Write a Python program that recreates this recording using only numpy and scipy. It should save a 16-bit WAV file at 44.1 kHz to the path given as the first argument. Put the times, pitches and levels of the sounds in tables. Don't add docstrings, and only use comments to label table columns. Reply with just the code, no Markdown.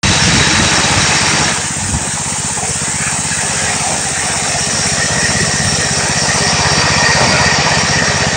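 import sys
import numpy as np
from scipy import signal
from scipy.fft import rfft, irfft, next_fast_len
from scipy.io import wavfile

SR = 44100
rng = np.random.default_rng(int(sys.argv[2]) if len(sys.argv) > 2 else 0)


def transcribe(u):
    v = np.clip(np.atleast_2d(u).T, -1, 1)
    q = np.round(v * 32767).astype(np.int16)
    wavfile.write(sys.argv[1], SR, q)


N = 368676
FIRINGS_HZ = 16.15
SIZE = next_fast_len(N, True)
TIME, BINS = np.arange(N) / SR, np.fft.rfftfreq(SIZE, 1 / SR)


def gain_of(db):
    return 10 ** (np.asarray(db) / 20)


def unit_rms(x):
    return x / np.sqrt(np.mean(x ** 2) + 1e-20)


def follow(rows):
    return np.interp(TIME, *np.transpose(rows))


def bell(s, half_length):
    return np.exp(-((TIME - s) / half_length) ** 2)


def swells(rows):
    return sum(gain_of(db) * bell(s, length) for s, length, db in rows)


def passing(part):
    # (time [s], exposure [dB])
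    exposure = [(0, -2), (.25, -0.5), (1.43, 0.5), (1.72, -9.5), (2.5, -8.5), (3.2, -7.5), (3.65, -4),
                (4.15, -6.5), (4.9, -3), (5.7, -4.5), (6.6, -1.5), (7.7, -0.5), (8.36, -2)]
    far_db, share, nearest, half_length, lift_db = part
    return gain_of(far_db + share * follow(exposure) + lift_db * bell(nearest, half_length))


def wander(rate_hz):
    spectrum = rfft(rng.standard_normal(SIZE)) * BINS / (BINS + 2) / (1 + (BINS / rate_hz) ** 2)
    return unit_rms(irfft(spectrum, SIZE)[:N])


def colour(x, points, modes=()):
    hz, db = np.transpose(points)
    shape_db = np.interp(np.log(BINS + 1), np.log(hz + 1), db)
    for centre, width, lift in modes:
        shape_db = shape_db + lift / (1 + (2 * (BINS - centre) / width) ** 2)
    cepstrum = irfft(np.log(gain_of(shape_db)), SIZE)
    response = np.exp(2 * rfft(cepstrum[:SIZE // 2], SIZE))
    return unit_rms(irfft(rfft(x, SIZE) * response, SIZE)[:N])


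def ring(x, modes):
    delays = rng.uniform(0, 1, len(modes))
    response = sum(gain_of(db) * np.exp(-2j * np.pi * BINS * delay) / (1 + 1j * (BINS - hz) / width) ** 2
                   for (hz, width, db), delay in zip(modes, delays))
    return unit_rms(irfft(rfft(x, SIZE) * response, SIZE)[:N])


def patchy(x, depth, span_s, span_hz):
    # (time [s], share of the depth)
    unevenness = [(1.45, .3), (1.7, 0.72)]
    hz, t, spectra = signal.stft(x, SR, nperseg=1024, noverlap=768)
    along_time = signal.windows.gaussian(41, span_s / 2 * SR / 256)
    along_pitch = signal.windows.gaussian(21, span_hz / 2 / hz[1])
    noise = rng.standard_normal(spectra.T.shape).T
    patches = unit_rms(signal.fftconvolve(noise, np.outer(along_pitch, along_time), "same"))
    swell = gain_of(depth * patches * np.interp(t, *np.transpose(unevenness)))
    swell /= np.sqrt(np.mean(swell ** 2, axis=0))
    return unit_rms(signal.istft(spectra * swell, SR, nperseg=1024, noverlap=768)[1][:N])


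def band(x, edges_hz, passes_low):
    kernel = signal.firwin(1501, edges_hz, window=("kaiser", 9), pass_zero=passes_low, fs=SR)
    return signal.oaconvolve(x, kernel[None], "same")


def cycle_times(first_s=.044):
    # (time [s], lag [s])
    lag = [(.8, .0034), (2.2, -.0033), (3, -.0033), (4.05, -.0074), (5.8, -.007), (6.9, -.0056),
           (8, -.0024)]
    beat = first_s + np.arange(int(N / SR * FIRINGS_HZ) + 1) / FIRINGS_HZ
    return beat + np.interp(beat, *np.transpose(lag))


def puffs(cycles, jitter_s=0.00011, uneven_db=1.2, pitch_spread=0.057):
    # (delay [s], pitch [Hz], half length [s], phase [turns], level [dB])
    strokes = [(-.0067, 166.5, 0.0034, 0.26, -0.5), (.0088, 125.6, 0.0045, -0.033, -2.2)]
    # (time [s], gain [dB])
    loudness = [(0, -7.5), (1.42, -9.5), (1.65, -14), (3.25, -13), (4.15, -15.5), (5.4, -9), (6.15, -10.5),
                (6.8, -6.5), (8.36, -8.5)]
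    out = np.zeros(N)
    for start, chance in zip(cycles, rng.standard_normal((len(cycles), len(strokes), 3))):
        near = slice(*np.searchsorted(TIME, [start - 1 / FIRINGS_HZ, start + 1 / FIRINGS_HZ]))
        for (delay, hz, length, phase, db), (late, strong, high) in zip(strokes, chance):
            t = (TIME[near] - start - delay - jitter_s * late) * np.exp(pitch_spread * high)
            envelope = gain_of(db + uneven_db * strong) * np.exp(-(t / length) ** 2)
            out[near] += envelope * np.cos(2 * np.pi * (hz * t - phase))
    return out * gain_of(follow(loudness))


def knocks(cycles, decay_s=0.0019, uneven_db=1.5, jitter_s=0.00088):
    # (place [0-1], level [dB])
    pattern = [(0.159, -1), (0.418, 4.5), (0.719, 5)]
    hits = np.zeros(N)
    for place, db in pattern:
        late, strong = rng.standard_normal((len(cycles), 2)).T
        at = np.round((cycles + place / FIRINGS_HZ + jitter_s * late) * SR).astype(int)
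        hits[at[at < N]] = gain_of(db + uneven_db * strong)[at < N]
    return signal.lfilter([1], [1, -np.exp(-1 / (decay_s * SR))], hits)


def clatter(force, knock, loose, flutter_db, flutter_hz, taps_per_s=700, spread_db=3.0):
    rub = rng.standard_normal(N) * np.sqrt(1 + (knock * force) ** 2)
    sizes = gain_of(spread_db * np.minimum(rng.exponential(1, N), 4)) * rng.choice([-1, 1], N)
    taps = unit_rms(sizes * (rng.random(N) < taps_per_s / SR))
    return (rub + loose * taps) * gain_of(flutter_db * wander(flutter_hz))


def frame(force):
    # (frequency [Hz], level [dB])
    tone = [(30, -24.5), (70, -2), (200, 3), (290, 1), (350, -4.5), (480, 1), (620, 1), (900, 0),
            (1080, -7), (1400, -4.5), (2500, -64)]
    # (pitch [Hz], width [Hz], lift [dB])
    modes = [(273, 94, -2.5), (780, 120, -1), (890, 110, 3)]
    # (far level [dB], exposure share, nearest [s], half length [s], lift [dB])
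    pass_by = (-21, 1.1, 9, 0, 4)
    # (time [s], half length [s], level [dB])
    fits = [(2.05, 0.1, -30), (3.92, 0.047, -22), (4.33, 0.07, -25), (7.3, .09, -16.5)]
    rattle = colour(clatter(force, knock=0.92, loose=0.67, flutter_db=2.16, flutter_hz=23), tone, modes)
    return patchy(rattle, depth=4, span_s=0.068, span_hz=71) * np.hypot(passing(pass_by), swells(fits))


def crankcase(force):
    # (frequency [Hz], level [dB])
    tone = [(500, -38), (900, -18.5), (1150, -1), (1450, -1.5), (1700, 1.5), (2100, 1), (2550, -2),
            (2850, -14), (3500, -22.5), (6000, -67.5)]
    # (pitch [Hz], width [Hz], lift [dB])
    modes = [(1120, 66, 1.3), (1620, 560, 2.3), (2420, 52, 0.54), (2620, 150, 4.2)]
    # (far level [dB], exposure share, nearest [s], half length [s], lift [dB])
    pass_by = (-17.3, 1.07, 5.6, 3.5, -2.5)
    # (time [s], half length [s], level [dB])
    fits = [(.42, .09, -19), (3.07, .08, -23.5), (3.66, .13, -22.5), (4.3, 0.25, -23.5)]
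    rattle = colour(clatter(force, knock=0.64, loose=0.59, flutter_db=1.15, flutter_hz=29), tone, modes)
    return patchy(rattle, depth=4, span_s=0.051, span_hz=95) * np.hypot(passing(pass_by), swells(fits))


def fan(force):
    # (frequency [Hz], level [dB])
    tone = [(1500, -41), (2400, -3.5), (2850, 1), (3400, -1), (4200, -2), (4900, -1), (5500, -3.5),
            (6500, -1), (9000, -15)]
    # (pitch [Hz], width [Hz], lift [dB])
    modes = [(3650, 60, 2.4), (3960, 17, 7.7), (4070, 30, 6.6), (4520, 150, 2)]
    # (far level [dB], exposure share, nearest [s], half length [s], lift [dB])
    pass_by = (-19.5, 0.98, -0.12, 1, 5)
    rush = colour(clatter(force, knock=0.72, loose=0.31, flutter_db=0.72, flutter_hz=25), tone, modes)
    return patchy(rush, depth=3, span_s=0.059, span_hz=79) * passing(pass_by)


def belts(force, rub_trim_db=-11, hiss_trim_db=5, rub_share=0.5):
    # (frequency [Hz], level [dB])
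    rub_tone = [(3500, -45), (5000, -22), (6000, -9), (6500, -4.5), (7400, -1.5), (7900, -14), (8500, -23)]
    hiss_tone = [(6000, -39), (7300, -7.5), (7850, 4.5), (8300, 1.5), (8750, 8), (9100, -3.5)]
    # (time [s], level [dB])
    fader = [(0.1, -28), (0.97, -26), (3.04, -22.5), (6.38, -25.5), (6.54, -30.5), (7.46, -30), (7.62, -44),
             (7.69, -32.5), (8.36, -33.5)]
    slip = clatter(force, knock=0.66, loose=0.35, flutter_db=.5, flutter_hz=25)
    late_slip = clatter(np.roll(force, SR // 50), knock=0.51, loose=0.23, flutter_db=.5, flutter_hz=25)
    rub = patchy(colour(slip, rub_tone), depth=1.5, span_s=.06, span_hz=89)
    hiss = patchy(colour(late_slip, hiss_tone), depth=2, span_s=0.035, span_hz=90)
    db = follow(fader)
    return rub * gain_of(rub_trim_db + rub_share * db) + hiss * gain_of(hiss_trim_db + db)


def ringing_parts(force):
    # (pitch [Hz], width [Hz], level [dB])
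    pulley_modes = [(5150, 67, -6.5), (5406, 89, -2), (5596, 41, 2.5), (5805, 60, -4), (5995, 53, -2.5)]
    bracket_modes = [(317, 39, 5.5), (860, 110, -0.5), (1824, 150, -3), (2667, 56, -4.5)]
    fin_modes = [(950, 77, 4.5), (1175, 48, 2), (2410, 186, -0.5), (4630, 210, -1.5), (4630, 150, -6.5),
                 (4810, 170, -2)]
    tube_modes = [(411, 12.8, 1.5), (480.4, 24, -3.5), (726.6, 29.5, 0), (800, 12, 1)]
    scrape_modes = [(3878, 65, 0)]
    # (far level [dB], exposure share, nearest [s], half length [s], lift [dB])
    pulley_pass = (-22, 1.14, 5.5, 1.47, 5.5)
    bracket_pass = (-37, 0.6, 0.3, 1.74, 14.5)
    fin_pass = (-26.5, 2.2, 7, 1.33, 11)
    tube_pass = (-36.5, 1.01, 6, 5, 12.5)
    scrape_pass = (-36.5, 1.1, 0.07, 1.3, 15)
    # (time [s], half length [s], level [dB])
    flares = [(.2, .15, -25), (4.8, .2, -26.5), (6.35, 0.36, -24), (7.92, 0.045, -23)]
    shake = clatter(force, knock=1, loose=0.52, flutter_db=2.5, flutter_hz=9.8)
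    return (ring(shake, pulley_modes) * np.hypot(passing(pulley_pass), swells(flares))
            + ring(shake, bracket_modes) * passing(bracket_pass)
            + ring(shake, fin_modes) * passing(fin_pass)
            + ring(shake, tube_modes) * passing(tube_pass)
            + ring(shake, scrape_modes) * passing(scrape_pass))


def hollow(force, width_hz=120):
    # (time [s], centre [Hz])
    slide = [(3.1, 883), (5.1, 620)]
    # (far level [dB], exposure share, nearest [s], half length [s], lift [dB])
    pass_by = (-31.5, -0.04, 7.5, 1.4, 8.5)
    carrier = np.exp(2j * np.pi * np.cumsum(follow(slide)) / SR)
    pole = np.exp(-2 * np.pi * width_hz / SR)
    rattle = clatter(force, knock=1, loose=1, flutter_db=3.5, flutter_hz=12)
    smooth = signal.lfilter([1], np.poly([pole, pole]), rattle / carrier)
    return unit_rms((carrier * smooth).real) * passing(pass_by)


def gusts():
    # (time [s], half length [s], level [dB])
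    buffets = [(0.07, 0.088, -15.5), (0.254, 0.036, -16), (.36, 0.067, -13.5), (0.613, 0.066, -16),
               (.99, 0.024, -11), (1.86, .05, -20.5), (1.943, 0.028, -12), (5.424, 0.018, -16),
               (5.66, 0.036, -16.5)]
    # (frequency [Hz], level [dB])
    tone = [(20, -27), (50, -8.5), (80, -1.5), (130, -4), (210, -3.5), (300, -22), (500, -29), (1200, -60)]
    return swells(buffets) * colour(rng.standard_normal(N), tone)


def clanks(width_hz=60):
    # (time [s], pitch [Hz], half length [s], level [dB])
    cues = [(2.635, 750, 0.03, -21.5), (3.322, 1620, 0.014, -18.5), (3.865, 756, 0.034, -19.5),
            (4.07, 770, 0.016, -20), (4.565, 725, 0.023, -19), (5.41, 393, 0.013, -19),
            (7.357, 1460, 0.039, -19)]
    out = np.zeros(N)
    for s, hz, length, db in cues:
        burst = ring(rng.standard_normal(N), [(hz, width_hz, 0)]) * bell(s, length)
        out += gain_of(db) * unit_rms(burst) * np.sqrt(length * SR / N)
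    return out


def cover(force):
    # (pitch [Hz], width [Hz], level [dB])
    modes = [(1847, 47, 0.65), (1924, 44, -2.7)]
    # (far level [dB], exposure share, nearest [s], half length [s], lift [dB])
    pass_by = (-47.5, 0.5, 7.5, 5.5, 24.5)
    # (time [s], half length [s], level [dB])
    fits = [(5.02, 0.032, -18), (5.23, 0.089, -18.5), (5.4, 0.047, -20.5), (5.62, 0.099, -21.5),
            (6.31, 0.034, -20), (6.44, 0.043, -20.5), (6.86, .05, -19), (7.1, 0.13, -17.5),
            (7.48, 0.1, -17.5), (7.97, 0.095, -17), (8.1, 0.026, -21)]
    shake = clatter(force, knock=1, loose=0.91, flutter_db=1, flutter_hz=30)
    return ring(shake, modes) * np.hypot(passing(pass_by), swells(fits))


def scene():
    cycles = cycle_times()
    force = knocks(cycles)
    engine = puffs(cycles) + frame(force) + crankcase(force) + fan(force) + belts(force)
    return (engine + ringing_parts(force) + hollow(force) + gusts() + clanks() + cover(force))[None]


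def record(dry, start_s=.03, low_hz=38, high_hz=9030, ceiling=.88, sizzle_db=-23.5):
    bass_cut = 1 / (1 + (low_hz / (BINS + 1e-3)) ** 4)
    fade_in = np.clip((TIME - start_s) / .003, 0, 1)
    live = irfft(rfft(dry, SIZE) * bass_cut, SIZE)[:, :N] * fade_in
    rounded = live / (1 + (live / ceiling) ** 8) ** (1 / 8)
    body = band(rounded, high_hz, passes_low=True)
    top = band(body, 8000, passes_low=False)
    mirrored = 2 * top * np.cos(2 * np.pi * 24000 * TIME)
    sizzle = band(mirrored, [14900, 15750], passes_low=False)
    return body + gain_of(sizzle_db) * sizzle


dry = scene()
out = record(dry)
transcribe(out)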